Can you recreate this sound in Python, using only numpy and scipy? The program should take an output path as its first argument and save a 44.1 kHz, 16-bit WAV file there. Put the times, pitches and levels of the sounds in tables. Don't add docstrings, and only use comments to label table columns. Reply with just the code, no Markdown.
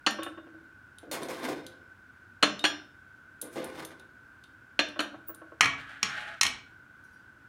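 import sys
import numpy as np
from scipy import signal
from scipy.fft import rfft, irfft, next_fast_len
from scipy.io import wavfile
from scipy.ndimage import uniform_filter1d, map_coordinates

SR = 44100
rng = np.random.default_rng(int(sys.argv[2]) if len(sys.argv) > 2 else 0)


def wav_record(signal):
    frames = np.transpose(np.atleast_2d(signal))
    bounded = np.clip(frames, -1, 1)
    quanta = np.round(bounded * 32767).astype(np.int16)
    wavfile.write(sys.argv[1], SR, quanta)


N = 329868

# freq_hz, rel_density_db_per_hz
TICK_SPECTRUM = [(1500, -38.5), (3000, -6.5), (3800, -3.5), (5000, -11), (6200, -5), (8200, -3), (9600, 11),
                 (11200, -5.5), (12600, 7), (14000, -14.5), (16000, -10.5)]


def amp(db):
    return 10 ** (np.asarray(db) / 20)


def unit(x):
    return x / np.sqrt(np.mean(x ** 2) + 1e-20)


def along(points, hz):
    point_hz, values = np.transpose(points)
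    return np.interp(np.log(hz + 1), np.log(point_hz + 1), values)


def filtered(x, response):
    m = next_fast_len(len(x) + SR // 10)
    hz = np.fft.rfftfreq(m, 1 / SR)
    return irfft(rfft(x, m) * response(hz), m)[:len(x)]


def coloured(x, spectrum):
    return unit(filtered(x, lambda hz: amp(along(spectrum, hz))))


def causal(x, spectrum):
    m = next_fast_len(len(x) + SR // 10, real=True)
    hz = np.fft.rfftfreq(m, 1 / SR)
    cepstrum = irfft(np.log(amp(along(spectrum, hz))), m)
    cepstrum[1:m // 2] *= 2
    cepstrum[m // 2 + 1:] = 0
    return irfft(rfft(x, m) * np.exp(rfft(cepstrum)), m)[:len(x)]


def band(x, lo_hz, hi_hz):
    return filtered(x, lambda hz: 1 / (1 + (hz / hi_hz) ** 8) - 1 / (1 + (hz / lo_hz) ** 8))


def gain_curve(rows):
    s, db = np.transpose(rows)
    curve_db = np.interp(np.arange(N) / SR, s, db, left=-np.inf, right=-np.inf)
    return uniform_filter1d(amp(curve_db), size=300)


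def wobble(knots_per_s):
    knots = rng.standard_normal(int(N * knots_per_s / SR) + 4)
    return map_coordinates(knots, [np.arange(N) * knots_per_s / SR])


def add(track, s, x):
    part = track[round(s * SR):][:len(x)]
    part += x[:len(part)]


def in_room(x, wet_db):
    # freq_hz, t60_s
    room_t60 = [(100, 0.77), (300, 0.48), (1500, 0.38), (4000, 0.36), (8000, 0.28), (15000, 0.098)]
    # freq_hz, gain_db
    echo_colour = [(200, 2.5), (2500, -1.5), (6000, -6), (15000, 0.5)]
    hz, t, bins = signal.stft(rng.standard_normal(SR // 2), SR, nperseg=256)
    decay = amp(-60 * t / along(room_t60, hz)[:, None])
    build_up = 1 - np.exp(-t / 0.0037)
    tail = signal.istft(bins * decay * build_up, SR, nperseg=256)[1]
    tail = filtered(tail / np.linalg.norm(tail), lambda hz: amp(along(echo_colour, hz)))
    return x + amp(wet_db) * signal.fftconvolve(x, tail)[:len(x)]


def strike(spectrum, modes, burst_t60_s, attack_s, ring_db):
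    t = np.arange(SR * 3 // 5) / SR
    rise = 1 - np.exp(-t / attack_s)
    envelope = rise * amp(-60 * t / burst_t60_s)
    noise = envelope * rng.standard_normal(len(t))
    burst = unit(causal(noise, spectrum)) * np.std(envelope)
    hz, mode_db, t60_s = np.transpose(modes)[:, :, None]
    shares_db = 2.5 * rng.standard_normal(hz.shape)
    phase_turns = rng.random(hz.shape)
    ring = amp(mode_db + shares_db - 60 * t / t60_s) * np.sin(2 * np.pi * (hz * t + phase_turns))
    return burst + amp(ring_db) * rise * ring.sum(axis=0)


def voiced(x, edges_hz, levels_db):
    found = [np.std(band(x, lo, hi)[:SR // 50]) for lo, hi in zip(edges_hz, edges_hz[1:])]
    centres_hz = np.sqrt(np.multiply(edges_hz[:-1], edges_hz[1:]))
    correction_db = levels_db - 20 * np.log10(found)
    x = causal(x, np.column_stack([centres_hz, correction_db]))
    highpass = signal.butter(3, edges_hz[0] * .85, "high", fs=SR, output="sos")
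    return signal.sosfilt(highpass, x)


def blows(rows, edges_hz, balance_db, spot_db, spectrum, modes, burst_t60_s, attack_s, ring_db, wet_db):
    track = np.zeros(N)
    octaves = np.log2(np.multiply(edges_hz[:-1], edges_hz[1:])) / 2
    for s, db, tilt_db, *spot_hz in rows:
        lift_db = spot_db * sum(np.exp(-2 * (octaves - np.log2(hz)) ** 2) for hz in spot_hz)
        levels_db = db + np.array(balance_db) + tilt_db * (octaves - octaves.mean()) + lift_db
        blow = in_room(strike(spectrum, modes, burst_t60_s, attack_s, ring_db), wet_db)
        add(track, s, voiced(blow, edges_hz, levels_db))
    return track


def slips(per_s, spread_db, clump_db):
    sizes = amp(spread_db * rng.standard_normal(N) + clump_db * wobble(70))
    happens = rng.random(N) < per_s / SR
    return happens * sizes * np.sign(rng.standard_normal(N))


def ringing(x, modes):
    t = np.arange(SR // 3) / SR
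    response = sum(amp(db - 60 * t / t60_s) * np.sin(2 * np.pi * hz * t) for hz, db, t60_s in modes)
    return unit(signal.fftconvolve(x, response)[:len(x)])


def ventilation():
    # freq_hz, rel_density_db_per_hz
    air_spectrum = [(20, -45.5), (30, -24.5), (48, -7.5), (95, 3), (180, -6.5), (290, -2.5), (450, -14.5),
                    (800, -15), (1300, -9), (1440, 3.5), (1520, 9), (1620, -3.5), (1800, -14), (4000, -28),
                    (15000, -39.5)]
    level_db = -55.0 + 0.23 * wobble(11.0)
    return amp(level_db) * coloured(rng.standard_normal(N), air_spectrum)


def swings(count):
    # start_s, first_swing_s, rel_level_db, loss_db_per_swing, tilt_db_per_octave, favoured_hz
    rocks = [(0.262, 0.111, -41, 8.5, 2, 260), (4.958, 0.181, -51, 1.5, -2.5, 900)]
    shrink = .83
    dulling = 0.33
    contacts = []
    for s, swing_s, db, loss_db, tilt_db, hz in rocks:
        for k in range(count):
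            contact_s = s + swing_s * np.sum(shrink ** np.arange(k))
            lost_db = k * loss_db
            contacts.append((contact_s, db - lost_db, tilt_db - lost_db * dulling, hz))
    return contacts


def crucibles():
    # start_s, rel_level_db, tilt_db_per_octave, favoured_hz
    clacks = [(0.0638, -27.5, 0, 6300), (0.0668, -28, -1.5, 1400), (2.4265, -23.5, 1.3, 700),
              (2.4312, -22.5, -0.5, 265), (2.6398, -25.5, -1.5, 11000), (2.65, -28, 2.6, 1530),
              (4.7912, -25.5, -1.54, 3500), (4.9915, -31, -1.1, 260), (5.002, -35.5, -3, 1420)]
    clack_edges_hz = [150, 450, 1000, 2000, 3500, 5000, 8000, 16000]
    clack_balance_db = [-10, -10, -1, -1.5, -6.5, -11, -19.5]
    # freq_hz, rel_density_db_per_hz
    clack_spectrum = [(120, -32.5), (200, -22.5), (300, 2.5), (400, 0), (650, 7.5), (950, 0.5), (1600, 0),
                      (2000, -3), (2900, 9), (3800, -7), (4200, 10), (4900, -18.5), (6200, -14),
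                      (15000, -48)]
    # freq_hz, rel_level_db, t60_s
    glass_modes = [(215, -8.5, 0.15), (296.6, 0.5, 0.23), (598, -7, .3), (821.6, -12, 0.096),
                   (1194, -14.5, 0.32), (1581, -14.5, 0.46), (1666, -5.5, 0.22), (1730, -13, 0.17),
                   (1820, -12, .25), (2117, -10, 0.097), (2440, -9.5, 0.28), (2670, -8, 0.06),
                   (2945, -9, 0.27), (3030, 1.5, 0.075), (3320, -3, 0.24), (3580, -5.5, 0.27),
                   (4160, -9.5, .26), (4520, -6, 0.13), (4310, -7.5, 0.21), (4835, -20.5, 0.34),
                   (5300, -18, 0.44), (5710, -14, 0.31), (5820, -13.5, .2), (6020, -18, 0.35),
                   (6385, -16.5, 0.2), (6864, -22, 0.23), (6970, -12, .2), (7670, -27.5, 0.2),
                   (8800, -19, 0.15), (9630, -17, 0.07), (11400, -29.5, 0.18)]
    # start_s, rel_level_db, tilt_db_per_octave, favoured_hz
    nudges = [(0.186, -40, -1, 266), (0.223, -57.5, 12.5, 1300)]
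    rock_edges_hz = [150, 450, 900, 2000, 5000]
    rock_balance_db = [-4.5, -1.5, 1, -8.5]
    # freq_hz, rel_density_db_per_hz
    rock_spectrum = [(150, -21.5), (300, -24), (430, -2.5), (620, 5), (850, -8.5), (1150, -9.5), (1700, 1),
                     (2200, -14.5), (2900, -6.5), (5000, -38.5), (12000, -54.5)]
    # freq_hz, rel_level_db, t60_s
    plate_modes = [(272, -10, 0.1), (324, 8.5, 0.16), (592, -2, 0.094), (1103, 8.5, 0.088),
                   (1330, 1.5, 0.12), (1510, -7.5, 0.36), (2480, -19.5, .3), (2860, -3.5, 0.13)]
    landing = blows(clacks, clack_edges_hz, clack_balance_db, spot_db=4,
                    spectrum=clack_spectrum, modes=glass_modes,
                    burst_t60_s=0.056, attack_s=0.00033, ring_db=-16.5, wet_db=-9.5)
    rocking = blows(nudges + swings(count=5), rock_edges_hz, rock_balance_db, spot_db=9,
                    spectrum=rock_spectrum, modes=plate_modes,
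                    burst_t60_s=.07, attack_s=.004, ring_db=-11, wet_db=-9)
    return amp(-2.0) * landing + amp(-2.57) * rocking


def tongs():
    # start_s, rel_level_db, tilt_db_per_octave
    tick_rows = [(0.108, -51, 0), (0.232, -45.5, -2), (0.984, -55, -4.5), (1.2315, -46.5, -4),
                 (1.665, -50, -7.5), (2.592, -49.5, -14), (3.4145, -42.5, 9), (3.4238, -50.5, 0),
                 (3.643, -48.5, 4), (3.849, -46.5, -0.5), (3.996, -62, -8), (4.438, -63, -12),
                 (4.886, -59, -12), (5.004, -42, -9.5), (5.346, -57, 5)]
    tick_edges_hz = [3000, 5000, 8500, 16000]
    tick_balance_db = [-3.5, -1.5, 0]
    # freq_hz, rel_level_db, t60_s
    steel_modes = [(3650, -8, .12), (3900, -10, .08), (4330, -10, .08), (4750, -12, .1), (6200, -10, .1),
                   (7472, -8, .1), (9356, -5, .17), (9950, -2, .2), (10290, -6, .2), (11850, -6, .2),
                   (12900, -6, .13), (13480, -10, .1)]
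    ticks = blows(tick_rows, tick_edges_hz, tick_balance_db, spot_db=0,
                  spectrum=TICK_SPECTRUM, modes=steel_modes,
                  burst_t60_s=0.024, attack_s=0.00052, ring_db=-20.5, wet_db=-5)
    # time_s, peak_db
    squeak_db = [(5.262, -83.5), (5.285, -33), (5.303, -41), (5.315, -68), (5.33, -78)]
    pitch_hz = 15450 + 120 * wobble(400)
    squeak = gain_curve(squeak_db) * np.sin(2 * np.pi * np.cumsum(pitch_hz) / SR)
    return amp(-5.0) * ticks + in_room(squeak, wet_db=0.5)


def pings():
    # start_s, pitch_hz, rel_level_db
    ping_rows = [(0.197, 3604, -51.5), (0.232, 3610, -50.5), (2.593, 3710, -42), (2.65, 3580, -48),
                 (4.795, 3585, -45), (4.835, 3585, -42)]
    track = np.zeros(N)
    t = np.arange(SR // 2) / SR
    rise = 1 - np.exp(-t / 0.0024)
    for s, hz, db in ping_rows:
        add(track, s, amp(db - 60 * t / 0.49) * rise * np.sin(2 * np.pi * hz * t))
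    return amp(1.5) * in_room(track, wet_db=-24)


def scrape_gain(fade_db_per_s, order):
    # start_s, rise_s, rel_peak_db, tilt_db_per_band
    scrapes = [(1.114, 0.019, -38.5, 3.5), (1.19, 0.033, -37, -16), (1.29, 0.016, -40, 3),
               (1.383, 0.062, -34.5, 0), (3.424, 0.028, -48.5, -5.5), (3.51, 0.02, -70.5, 14.5),
               (3.554, 0.026, -35, -3.5), (3.69, 0.11, -43.5, 0.5)]
    swell_db = 13
    power = np.zeros(N)
    for s, rise_s, db, tilt_db in scrapes:
        t = np.arange(N) / SR - s
        rising_db = swell_db * (t / rise_s - 1)
        fading_db = fade_db_per_s * (rise_s - t)
        shape_db = np.minimum(rising_db, fading_db)
        power += (t > 0) * amp(db + order * tilt_db + shape_db) ** 2
    return uniform_filter1d(np.sqrt(power), size=300)


def rack():
    # start_s, rel_level_db, tilt_db_per_octave
    bump_rows = [(1.029, -56, -4.5), (1.07, -73.5, -12.5), (1.1135, -33.5, 3), (1.285, -38.5, -0.5),
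                 (1.485, -34.5, -1), (3.425, -57.5, -6.5), (3.557, -40, -2)]
    rack_edges_hz = [150, 700, 2000, 6000, 16000]
    rack_balance_db = [3, -2, -3.5, -9.5]
    # freq_hz, rel_density_db_per_hz
    rack_spectrum = [(71, -49), (120, -15), (251, -3), (289, 7.5), (393, 4), (503, 2), (727, -5),
                     (1050, -13), (1370, -18.5), (2110, -19), (2810, -24), (3740, -26), (7660, -19.5),
                     (9020, -17.5), (16000, -25)]
    # freq_hz, rel_level_db, t60_s
    wire_modes = [(299.4, 6.5, 0.098), (350, 0.5, 0.45), (517, 5, 0.66), (691, 10, 0.089), (1110, -9, 0.18),
                  (1228, -9.5, 0.45), (1456, -22.5, 0.61), (2085, -11, 0.54), (2410, -10, 0.18),
                  (2613, -22, 0.13), (3700, -4, 0.064), (4304, -11.5, 0.19), (5230, -22, 1),
                  (6750, -5, 0.2)]
    # share_db, fade_db_per_s; then edge_hz
    scrape_bands = [(-3, 75.5), (-3, 100), (-17, 135)]
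    scrape_edges_hz = [100, 900, 5000, 17000]
    bumps = blows(bump_rows, rack_edges_hz, rack_balance_db, spot_db=0,
                  spectrum=rack_spectrum, modes=wire_modes,
                  burst_t60_s=0.18, attack_s=0.00014, ring_db=-14.5, wet_db=-7)
    jerks = in_room(slips(per_s=1400, spread_db=1.5, clump_db=3.5), wet_db=-0.5)
    rub = coloured(jerks, rack_spectrum) + amp(-7.5) * ringing(jerks, wire_modes)
    scrape = np.zeros(N)
    for k, (share_db, fade_db_per_s) in enumerate(scrape_bands):
        part = unit(band(rub, *scrape_edges_hz[k:k + 2]))
        scrape += amp(share_db) * scrape_gain(fade_db_per_s, order=k) * part
    return amp(-7.0) * bumps + scrape


def bench():
    # start_s, level_db, tilt_db_per_octave, favoured_hz
    drop_rows = [(5.6085, -22.5, 0.55, 1400), (5.6295, -41, -1, 1200), (5.6445, -34, -3, 2330),
                 (5.657, -33.5, -1.5, 1400), (6.0295, -29, -.6, 5630), (6.4112, -27.5, 1.1, 6700),
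                 (6.432, -34, 4.6, 1300), (6.452, -33, -1.4, 400), (6.4655, -42, 4.5, 3000)]
    bench_edges_hz = [50, 200, 800, 2000, 4500, 8000, 16000]
    bench_balance_db = [-24, -18, -7, 0, -7, -9]
    # freq_hz, rel_density_db_per_hz
    knock_spectrum = [(40, -18), (120, -6), (550, -13), (800, -4.5), (1100, 6.5), (1500, 0.5), (2300, 5.5),
                      (3300, -2.5), (3700, -6.5), (4300, -5), (4900, -15.5), (5500, -3.5), (6700, -12.5),
                      (7400, -20), (9300, -31), (16000, -53.5)]
    # freq_hz, rel_level_db, t60_s
    bench_modes = [(275.2, -12.5, 0.36), (444.8, -13.5, 0.44), (689, -8.5, 0.18), (1132, 0.5, .29),
                   (1292, -3, 0.28), (1674, -7.5, 0.41), (1887, 0, 0.31), (2230, 1, 0.17),
                   (2277, -1.5, 0.31), (2470, -11, 0.27), (2730, -11, 0.242), (3170, -1.5, .2),
                   (3360, -6.5, .15), (4210, -11, 0.21), (4440, -13.5, 0.14), (5410, -16, .13),
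                   (5970, -22, 0.095), (6960, -24, 0.11), (8140, -27, 0.079), (9370, -24.5, 0.078)]
    # time_s, rel_level_db
    slide_db = [(5.78, -33.5), (5.864, -43), (5.888, -37), (6.02, -46), (6.03, -38), (6.074, -33),
                (6.166, -30), (6.176, -27), (6.4, -44.5)]
    # freq_hz, rel_density_db_per_hz
    grit_spectrum = [(400, -30), (700, -3.5), (1000, -12), (1400, 5), (1750, 6.5), (2500, -1.5), (3600, -7),
                     (5000, -17.5), (9000, -25.5), (14000, -38)]
    # freq_hz, rel_level_db, t60_s
    board_modes = [(1360, -4, .15), (1550, -9, 0.2), (1690, 18, 0.165), (1840, -4, .15), (1810, -4.5, .15),
                   (2240, -16, 0.13), (2960, -5, 0.11)]
    # freq_hz, rel_level_db, t60_s
    arm_modes = [(678, 0, .45), (845, 0, .45), (6100, -16, .05), (8300, -16, .04), (9100, -16, .04),
                 (11000, -13, .03)]
    # time_s, level_db
    judder_db = [(6.1, -78), (6.17, -53), (6.25, -51), (6.33, -57), (6.38, -76)]
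    drops = blows(drop_rows, bench_edges_hz, bench_balance_db, spot_db=7.5,
                  spectrum=knock_spectrum, modes=bench_modes,
                  burst_t60_s=0.029, attack_s=1 / 8000, ring_db=-22, wet_db=-5)
    jerks = in_room(slips(per_s=1300, spread_db=0.5, clump_db=2.0), wet_db=0.5)
    rub = unit(coloured(jerks, grit_spectrum) + amp(-16.0) * ringing(jerks, board_modes))
    slide = amp(-8.0) * gain_curve(slide_db) * rub
    judder = gain_curve(judder_db) * ringing(jerks, arm_modes)
    return drops + slide + judder


def far_clinks():
    track = np.zeros(N)
    # freq_hz, rel_level_db, t60_s
    modes = [(4100, -6, .2), (4750, -2, .22), (5650, 0, .25), (6150, -4, .2), (6650, -4, .22)]
    for s, db in [(7.038, -67), (7.128, -70)]:
        clink = strike(TICK_SPECTRUM, modes, burst_t60_s=.06, attack_s=.002, ring_db=-5)
        add(track, s, amp(db) * clink)
    return in_room(track, wet_db=5.0)


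def scene():
    mix = ventilation() + crucibles() + tongs() + pings() + rack() + bench() + far_clinks()
    return mix[None]


def record(dry):
    top_hz = 16200
    return np.array([filtered(x, lambda hz: 1 / (1 + (hz / top_hz) ** 120)) for x in dry])


dry = scene()
out = record(dry)
wav_record(out)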